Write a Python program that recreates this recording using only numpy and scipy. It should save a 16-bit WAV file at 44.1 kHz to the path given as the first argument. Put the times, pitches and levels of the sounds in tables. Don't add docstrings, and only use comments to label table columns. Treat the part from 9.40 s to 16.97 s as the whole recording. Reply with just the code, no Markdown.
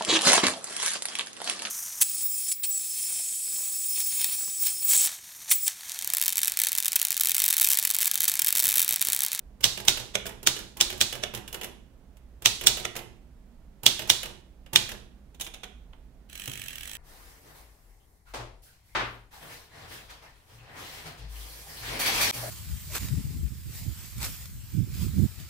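import sys
import numpy as np
from scipy import signal
from scipy.fft import rfft, irfft, next_fast_len
from scipy.io import wavfile

SR = 44100
rng = np.random.default_rng(int(sys.argv[2]) if len(sys.argv) > 2 else 0)


def generate_wav(sig):
    pcm = np.round(np.clip(np.atleast_2d(sig).T, -1, 1) * 32767).astype(np.int16)
    wavfile.write(sys.argv[1], SR, pcm)


N = 333837
TIME = np.arange(N) / SR
LEAD_S = .02
AGE = np.arange(SR // 3) / SR - LEAD_S

# (time of slap [s], level [dB], brightness [dB/octave], platen ring re level [dB],
# key travel [s], finger touch [dB])
KEYSTROKES = [(0.241, -7, 0, -9, .0335, -47.5), (0.4825, -7.5, -0.5, -8.5, 0.032, -43.5),
              (1.072, -9.5, -0.5, -14, .042, -46), (1.41, -10, -0.9, -7, .040, -45),
              (1.6121, -10, 0, -5, .035, -48), (3.058, -7.5, -0.65, -4, .0365, -47),
              (3.2698, -6.5, 2.5, -4.5, .033, -42), (4.4636, -7.5, 0, -1, .030, -41),
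              (4.6996, -8.5, 0.5, 0.5, .024, -45.5), (5.3587, -10.5, -1.5, 3.5, .026, -35)]
# (time [s], level [dB])
SPACE_STROKES = [(0.753, -23), (1.8355, -25), (3.451, -27)]
# (frequency [Hz], width [Hz], level [dB])
CLINK_MODES = [(1740, 75, -14), (2130, 230, -12.5), (2560, 75, -9.5), (2930, 110, 3.5), (3395, 86, -2)]


def amp(db):
    return 10 ** (np.asarray(db) / 20)


def unit(x):
    return x / np.sqrt(np.mean(np.abs(x) ** 2) + 1e-20)


def along(points, hz):
    freqs, values = np.transpose(points)
    return np.interp(np.log(hz + 1), np.log(freqs + 1), values)


def filtered(x, response):
    n = x.shape[-1]
    padded = 2 * next_fast_len(n // 2 + SR // 16)
    return irfft(rfft(x, padded) * response(np.fft.rfftfreq(padded, 1 / SR)), padded)[..., :n]


def coloured(x, spectrum, tilt_db=0):
    def response(hz):
        gain = unit(amp(along(spectrum, hz) + tilt_db * np.log2(np.clip(hz, SR / 32, SR / 3))))
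        cepstrum = irfft(np.log(gain + 1e-6))
        half = len(cepstrum) // 2
        causal = np.r_[1, np.full(half - 1, 2), 1, np.zeros(half - 1)]
        return np.exp(rfft(cepstrum * causal))
    return filtered(x, response)


def noise(n, correlation=None):
    # (frequency [Hz], correlation [ratio])
    close_correlation = [(100, 0.94), (500, 0.84), (1500, 0.45), (2500, 0.01), (15000, 0.028)]

    def mid_and_side(hz):
        angle = np.arccos(np.clip(along(correlation or close_correlation, hz), -1, 1)) / 2
        return np.array([np.cos(angle), np.sin(angle)])
    mid, side = filtered(rng.standard_normal((2, n)), mid_and_side)
    return np.array([mid + side, mid - side])


def fall(t, t60, hold=0):
    return (t >= 0) * amp(-60 * np.maximum(t - hold, 0) / t60)


def resonate(x, modes):
    def response(f):
        peaks = (amp(db) * 1j * f * width / (hz * hz - f * f + 1j * f * width) for hz, width, db in modes)
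        return unit(sum(peaks))
    return filtered(x, response)


def ring(modes, scatter_db):
    hz, width, db = np.transpose(modes)[:, :, None, None]
    t = np.maximum(AGE, 0)
    strength = amp(db + scatter_db * rng.standard_normal((len(modes), 2, 1)))
    wave = np.sin(2 * np.pi * (hz * t + rng.random((len(modes), 2, 1))))
    attack = 1 - np.exp(-t / .00092)
    return np.sum(strength * wave * np.exp(-np.pi * width * t), axis=0) * attack


def add(track, when, sound):
    part = track[:, round((when - LEAD_S) * SR):][:, :sound.shape[-1]]
    part += sound[..., :part.shape[-1]]


def room_tone():
    # (frequency [Hz], level [dB])
    hush_spectrum = [(12, -41), (20, -0.5), (64, -3.5), (74, -9), (83, -19.5), (175, -15.5), (202, -25),
                     (232, -15.5), (315, -24.5), (549, -28.5), (631, -28), (1230, -38), (1410, -37.5),
                     (4070, -45.5), (15500, -52)]
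    # (frequency [Hz], level [dB])
    drone_bands = [(57, -58.5), (120, -73.5), (200, -68.5), (236, -76.5)]
    drone = np.zeros(N)
    for hz, db in drone_bands:
        band = filtered(rng.standard_normal(N), lambda f: 1 / (1 + ((f - hz) / 3) ** 2))
        drone += amp(db) * unit(band)
    return amp(-53) * unit(coloured(noise(N), hush_spectrum)) + drone


def swing(peak_db, seconds):
    return amp(peak_db) * np.clip(1 + AGE / seconds, 0, 1) ** 2 * (AGE < 0)


def rattle(rough_db, rate_hz):
    knots = rng.standard_normal(len(AGE))
    jumps = np.interp((AGE + LEAD_S) * rate_hz, np.arange(len(AGE)), knots)
    return unit(amp(rough_db * np.clip(jumps, -2, 2))) * noise(len(AGE))


def desk_thud(t60, rise_s):
    # (frequency [Hz], level [dB])
    desk_spectrum = [(50, -12), (85, -1), (125, 5.5), (160, -9.5), (200, 1.5), (280, -11), (350, 1.5),
                     (480, -6.5), (620, -8), (900, -5), (1600, -17.5), (4000, -36.5)]
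    envelope = fall(AGE + rise_s, t60) * np.clip(1 + AGE / rise_s, 0, 1)
    return coloured(noise(len(AGE)) * envelope, desk_spectrum)


def key_contacts():
    # (time [s], level [dB])
    bar_landings = [(0.375, -39.5), (0.573, -38.5), (1.164, -44), (1.501, -38), (1.7266, -37),
                    (3.2114, -39.5), (3.372, -38.5), (4.593, -36.5), (4.831, -37.5), (5.491, -41)]
    # (time [s], level [dB], brightness [dB/octave])
    idle_taps = [(2.0778, -44, 0.5), (2.1279, -42, 2.5), (2.144, -37, -0.5), (2.213, -40.5, -1),
                 (2.233, -40, -0.5), (2.2434, -39.5, 1.5), (2.7696, -63.5, 1.5), (5.2625, -57, -4.5)]
    # (thud re tick [dB], clink re tick [dB], chatter t60 [s])
    touch = (-2, -7, 0.11)
    landing = (-9, 7, .1)
    rebound = (-4.5, -8.5, .085)
    catch = (-10, -4, .11)
    tap = (-8, 3.5, 0.082)
    rebound_s, thumb_hold_s, catch_s = .026, .103, .01
    for when, *_, travel_s, touch_db in KEYSTROKES:
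        yield when - travel_s, touch_db, 2, touch
    for when, db in bar_landings:
        yield when, db, -.8, landing
        yield when + rebound_s, -42.5, -1.3, rebound
    for when, _ in SPACE_STROKES:
        lift = when + thumb_hold_s
        yield lift, -42.5, -2, touch
        yield lift + catch_s, -37, 1, catch
        yield lift + catch_s + rebound_s, -45, -1.3, rebound
    for when, db, tilt_db in idle_taps:
        yield when, db, tilt_db, tap


def linkage():
    # (frequency [Hz], level [dB])
    tick_spectrum = [(240, -28.5), (400, -10.5), (614, -7.5), (987, -18), (1630, -7), (2150, -7.5),
                     (2920, -3.5), (4630, -13), (5070, -10), (7670, -10), (8530, -11.5), (11900, -11.5),
                     (13900, -12), (15500, -17.5)]
    out = np.zeros((2, N))
    for when, db, tilt_db, (thud_db, clink_db, t60) in key_contacts():
        impact = swing(peak_db=-7, seconds=.005) + fall(AGE, t60=.035, hold=.002)
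        envelope = amp(1) * impact + fall(AGE, t60)
        tick = coloured(rattle(rough_db=0, rate_hz=400) * envelope, tick_spectrum, tilt_db)
        add(out, when, amp(db) * (tick + amp(thud_db) * desk_thud(t60=.3, rise_s=.0057)))
        add(out, when, amp(db + clink_db) * ring(CLINK_MODES, scatter_db=2.5))
        bounce_time = when + rng.uniform(.0041, .012)
        add(out, bounce_time, amp(db + clink_db - 4) * ring(CLINK_MODES, scatter_db=-2))
    return out


def type_bars():
    # (frequency [Hz], level [dB])
    slap_spectrum = [(150, -22), (500, -18.5), (1200, -16), (2000, -11.5), (2700, -5), (3400, -3.5),
                     (4600, -9.5), (5600, -4), (8000, -10.5), (9000, -12.5), (12000, -17.5), (15300, -15.5)]
    basket_spectrum = [(300, -15.5), (1500, -16), (2600, -11), (3200, -8), (3800, 0.5), (4300, -1.5),
                       (4900, -4.5), (6200, -5.5), (8000, -9), (9000, -12.5), (15000, -22.5)]
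    # (frequency [Hz], width [Hz], level [dB])
    platen_modes = [(1483, 120, -15.5), (2386, 92, -8), (2927, 45, -7.5), (3330, 130, 8), (3558, 130, 6),
                    (3700, 45, -4), (4050, 52, -6)]
    guide_modes = [(5100, 130, -1), (5840, 220, 2), (5830, 120, -4), (7370, 100, -6), (8600, 110, -3.5),
                   (8163, 140, 4.5)]
    trip_share = .17
    facing_right = amp([[-1.5], [1.5]])
    out = np.zeros((2, N))
    for when, db, tilt_db, ring_db, travel_s, _ in KEYSTROKES:
        trip = fall(AGE + trip_share * travel_s, t60=.066, hold=.0017) + swing(peak_db=-6, seconds=.022)
        blow = fall(AGE, t60=.0072, hold=.0022)
        bounces = amp(-14) * fall(AGE - .003, t60=.1) + amp(-18) * fall(AGE - .009, t60=.048)
        force = np.hypot(amp(-25.5) * trip, amp(db) * np.hypot(blow, bounces))
        slap = coloured(rattle(rough_db=2, rate_hz=570) * force, slap_spectrum, tilt_db)
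        platen = amp(ring_db) * ring(platen_modes, scatter_db=.5) * facing_right
        guide = amp(-10.5) * ring(guide_modes, scatter_db=5.5)
        shiver = amp(-17.5) * coloured(noise(len(AGE)) * fall(AGE, t60=.44), basket_spectrum)
        thud = amp(-26.5) * desk_thud(t60=.17, rise_s=.002)
        add(out, when, slap + amp(db) * (platen + guide + shiver + thud))
    return out


def desk_shudder():
    # (frequency [Hz], level [dB])
    rumble_spectrum = [(12, -33), (22, -1.5), (60, -4.5), (90, -16.5), (200, -30), (600, -72.5)]
    shaking = np.sqrt(sum(fall(TIME - when, t60=1.4) ** 2 for when, *_ in KEYSTROKES))
    return amp(-51.5) * shaking * unit(coloured(noise(N), rumble_spectrum))


def space_bar():
    # (frequency [Hz], level [dB])
    clack_spectrum = [(120, -43), (200, -14.5), (280, -13.5), (400, -11.5), (630, -0.5), (950, -13.5),
                      (1200, -5.5), (2000, -5.5), (3000, -5), (3480, -1), (4400, -16), (5800, -6),
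                      (10600, -23), (15500, -29.5)]
    out = np.zeros((2, N))
    for when, db in SPACE_STROKES:
        impact = swing(peak_db=-9.5, seconds=.02) + fall(AGE, t60=.017, hold=.0033)
        envelope = impact + amp(-9) * fall(AGE, t60=.09)
        clack = coloured(rattle(rough_db=1.5, rate_hz=930) * envelope, clack_spectrum, tilt_db=1.6)
        jingle = amp(-15.5) * resonate(noise(len(AGE)) * fall(AGE, t60=.31), CLINK_MODES)
        thud = amp(-16.5) * desk_thud(t60=.17, rise_s=.004)
        add(out, when, amp(db) * (clack + jingle + thud))
    return out


def return_lever():
    # (time [s], level [dB], brightness [dB/octave], thud [dB])
    clicks = [(5.9452, -58, 1.5, -58), (5.999, -43, 2, -47.5), (6.0097, -29.5, 3.5, -50),
              (6.0462, -41, 5, -65), (6.0658, -41, -1, -49), (6.139, -39.5, -2, -65),
              (6.2332, -38.5, -3, -48.5), (6.5298, -57.5, -10, -72), (7.076, -44, 4, -45.5)]
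    # (frequency [Hz], level [dB])
    detent_spectrum = [(180, -42), (300, -11.5), (685, -7.5), (1330, -10.5), (1460, -7.5), (1810, -9),
                       (3180, 0.5), (3690, -0.5), (4570, -12), (6570, -4.5), (7370, -9), (11900, -13.5),
                       (14300, -15), (15500, -19)]
    # (frequency [Hz], level [dB], t60 [s])
    frame_modes = [(1172, -7.5, 0.11), (2972, -17, 0.24), (3273, -21.5, 0.48), (3180, -19, 0.68),
                   (3500, -2.5, 0.4), (7957, -18, 0.26)]
    out = np.zeros((2, N))
    t = np.arange(SR) / SR - LEAD_S
    for when, db, tilt_db, thud_db in clicks:
        impact = swing(peak_db=-13, seconds=.008) + fall(AGE, t60=.04, hold=.004)
        envelope = impact + amp(-7.5) * fall(AGE, t60=.12)
        click = coloured(rattle(rough_db=3, rate_hz=536) * envelope, detent_spectrum, tilt_db)
        frame = sum(amp(mode_db) * fall(t, t60) * np.sin(2 * np.pi * (hz * t + rng.random((2, 1))))
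                    for hz, mode_db, t60 in frame_modes)
        add(out, when, amp(db) * click + amp(thud_db) * desk_thud(t60=.1, rise_s=.001314))
        add(out, when, amp(db - 18) * frame)
    return out


def carriage():
    # (time [s], speed [rack teeth/s])
    push_speed = [(6.89, 25.62), (6.96, 45.22), (7.06, 52.09), (7.16, 50.39), (7.292, 42.67), (7.39, 36.84),
                  (7.48, 51), (7.57, 55)]
    # (time [s], level [dB], t60 [s])
    bumps = [(7.078, -39, 0.15)]
    # (frequency [Hz], level [dB])
    pawl_spectrum = [(300, -18), (1100, -17.5), (1650, -8.5), (2100, -5), (2600, 0), (3200, 1), (4000, -11),
                     (4700, -13.5), (6000, -6.5), (7200, -9), (8200, -10.5), (10200, -7), (11700, -13.5),
                     (13500, -8), (15500, -11)]
    rail_spectrum = [(60, -10), (105, 14), (135, 10), (165, -13), (200, -10), (270, -5), (350, -3),
                     (450, -6.5), (700, -29), (950, -29), (2000, -39)]
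    # (frequency [Hz], width [Hz], level [dB])
    rack_modes = [(1690, 76, -4), (1860, 44, -5), (2650, 180, -6.5), (3190, 300, -3), (4000, 130, 0),
                  (5900, 210, -10), (7930, 56, 1.5), (10000, 600, -19), (12800, 400, -13)]
    push_db, soft_start_db, build_s = -36.8, -11, .07
    times, speeds = np.transpose(push_speed)
    teeth_passed = np.cumsum(np.interp(TIME, times, speeds, left=0)) / SR
    drop_times = TIME[1:][np.diff(np.floor(teeth_passed - .2)) > 0]
    snaps, rack, jolt = np.zeros((3, 2, N))
    for when in drop_times:
        snap = fall(AGE, t60=.0117, hold=.00097)
        rebound = amp(1) * fall(AGE - rng.uniform(.0016, .0024), t60=.015)
        drag = amp(rng.normal(-7, 2)) * fall(AGE - rng.uniform(.0055, .016), t60=.018)
        add(snaps, when, amp(rng.normal(0, 1.6)) * (snap + rebound + drag))
        add(rack, when, ring(rack_modes, scatter_db=3))
    sliding = amp(-16) * (teeth_passed > 0)
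    ticks_and_rasp = coloured(np.hypot(snaps, sliding) * noise(N), pawl_spectrum)
    rubbed_rack = amp(-1) * resonate(sliding * noise(N), rack_modes)
    push = amp(push_db + soft_start_db * np.clip(1 - (TIME - times[0]) / build_s, 0, 1))
    for when, db, t60 in bumps:
        add(jolt, when, amp(db) * coloured(noise(len(AGE)) * fall(AGE, t60), rail_spectrum))
    return push * (ticks_and_rasp + rubbed_rack + amp(-7.5) * rack) + jolt


def room_echo(x):
    # (frequency [Hz], correlation [ratio])
    echo_correlation = [(100, 0.35), (290, 0.29), (640, 0.47), (1500, 0)]
    # (frequency [Hz], t60 [s])
    decay_times = [(200, 0.91), (530, 0.33), (1400, 0.45), (3700, 0.49), (7000, 0.45), (10000, 0.4),
                   (15000, 0.13)]
    # (frequency [Hz], level [dB])
    echo_spectrum = [(100, 1), (500, 5.5), (1500, 1.5), (4000, -3), (8000, -6.5), (15000, 2.5)]
    out, step = np.zeros((2, N + 2 * SR)), SR // 4
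    for start in range(0, N, step):
        hz, t, bands = signal.stft(noise(SR * 2 // 3, echo_correlation), SR, nperseg=256)
        bands = bands * fall(t, along(decay_times, hz)[:, None]) * amp(along(echo_spectrum, hz))[:, None]
        onset = np.clip(t / .0027, 0, 1)
        tail = signal.istft(bands * onset, SR, nperseg=256)[1]
        wet = signal.fftconvolve(x[:, start:start + step], tail / np.linalg.norm(tail[0]), axes=1)
        out[:, start:start + wet.shape[1]] += wet
    return out[:, :N]


def scene():
    # (frequency [Hz], left minus right [dB])
    balance = [(60, -5), (300, -9.5), (1200, -7), (3200, -6), (5000, -4.5), (8000, -5.5), (15000, -6.5)]
    bars, spaces, clatter = type_bars(), space_bar(), linkage()
    lever, ratchet = return_lever(), carriage()
    echo = room_echo(amp(-14) * bars + amp(-9.5) * spaces + amp(-6) * clatter
                     + amp(-7) * lever + amp(-7.5) * ratchet)
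    mix = bars + spaces + clatter + lever + ratchet + echo + desk_shudder() + room_tone()
    return filtered(mix, lambda hz: amp(np.outer([1, -1], along(balance, hz)) / 2))


def record(dry):
    cutoff_hz = 15850
    clipped = np.clip(dry, -.95, .95)
    return filtered(clipped, lambda hz: 1 / (1 + (hz / cutoff_hz) ** 160))


dry = scene()
out = record(dry)
generate_wav(out)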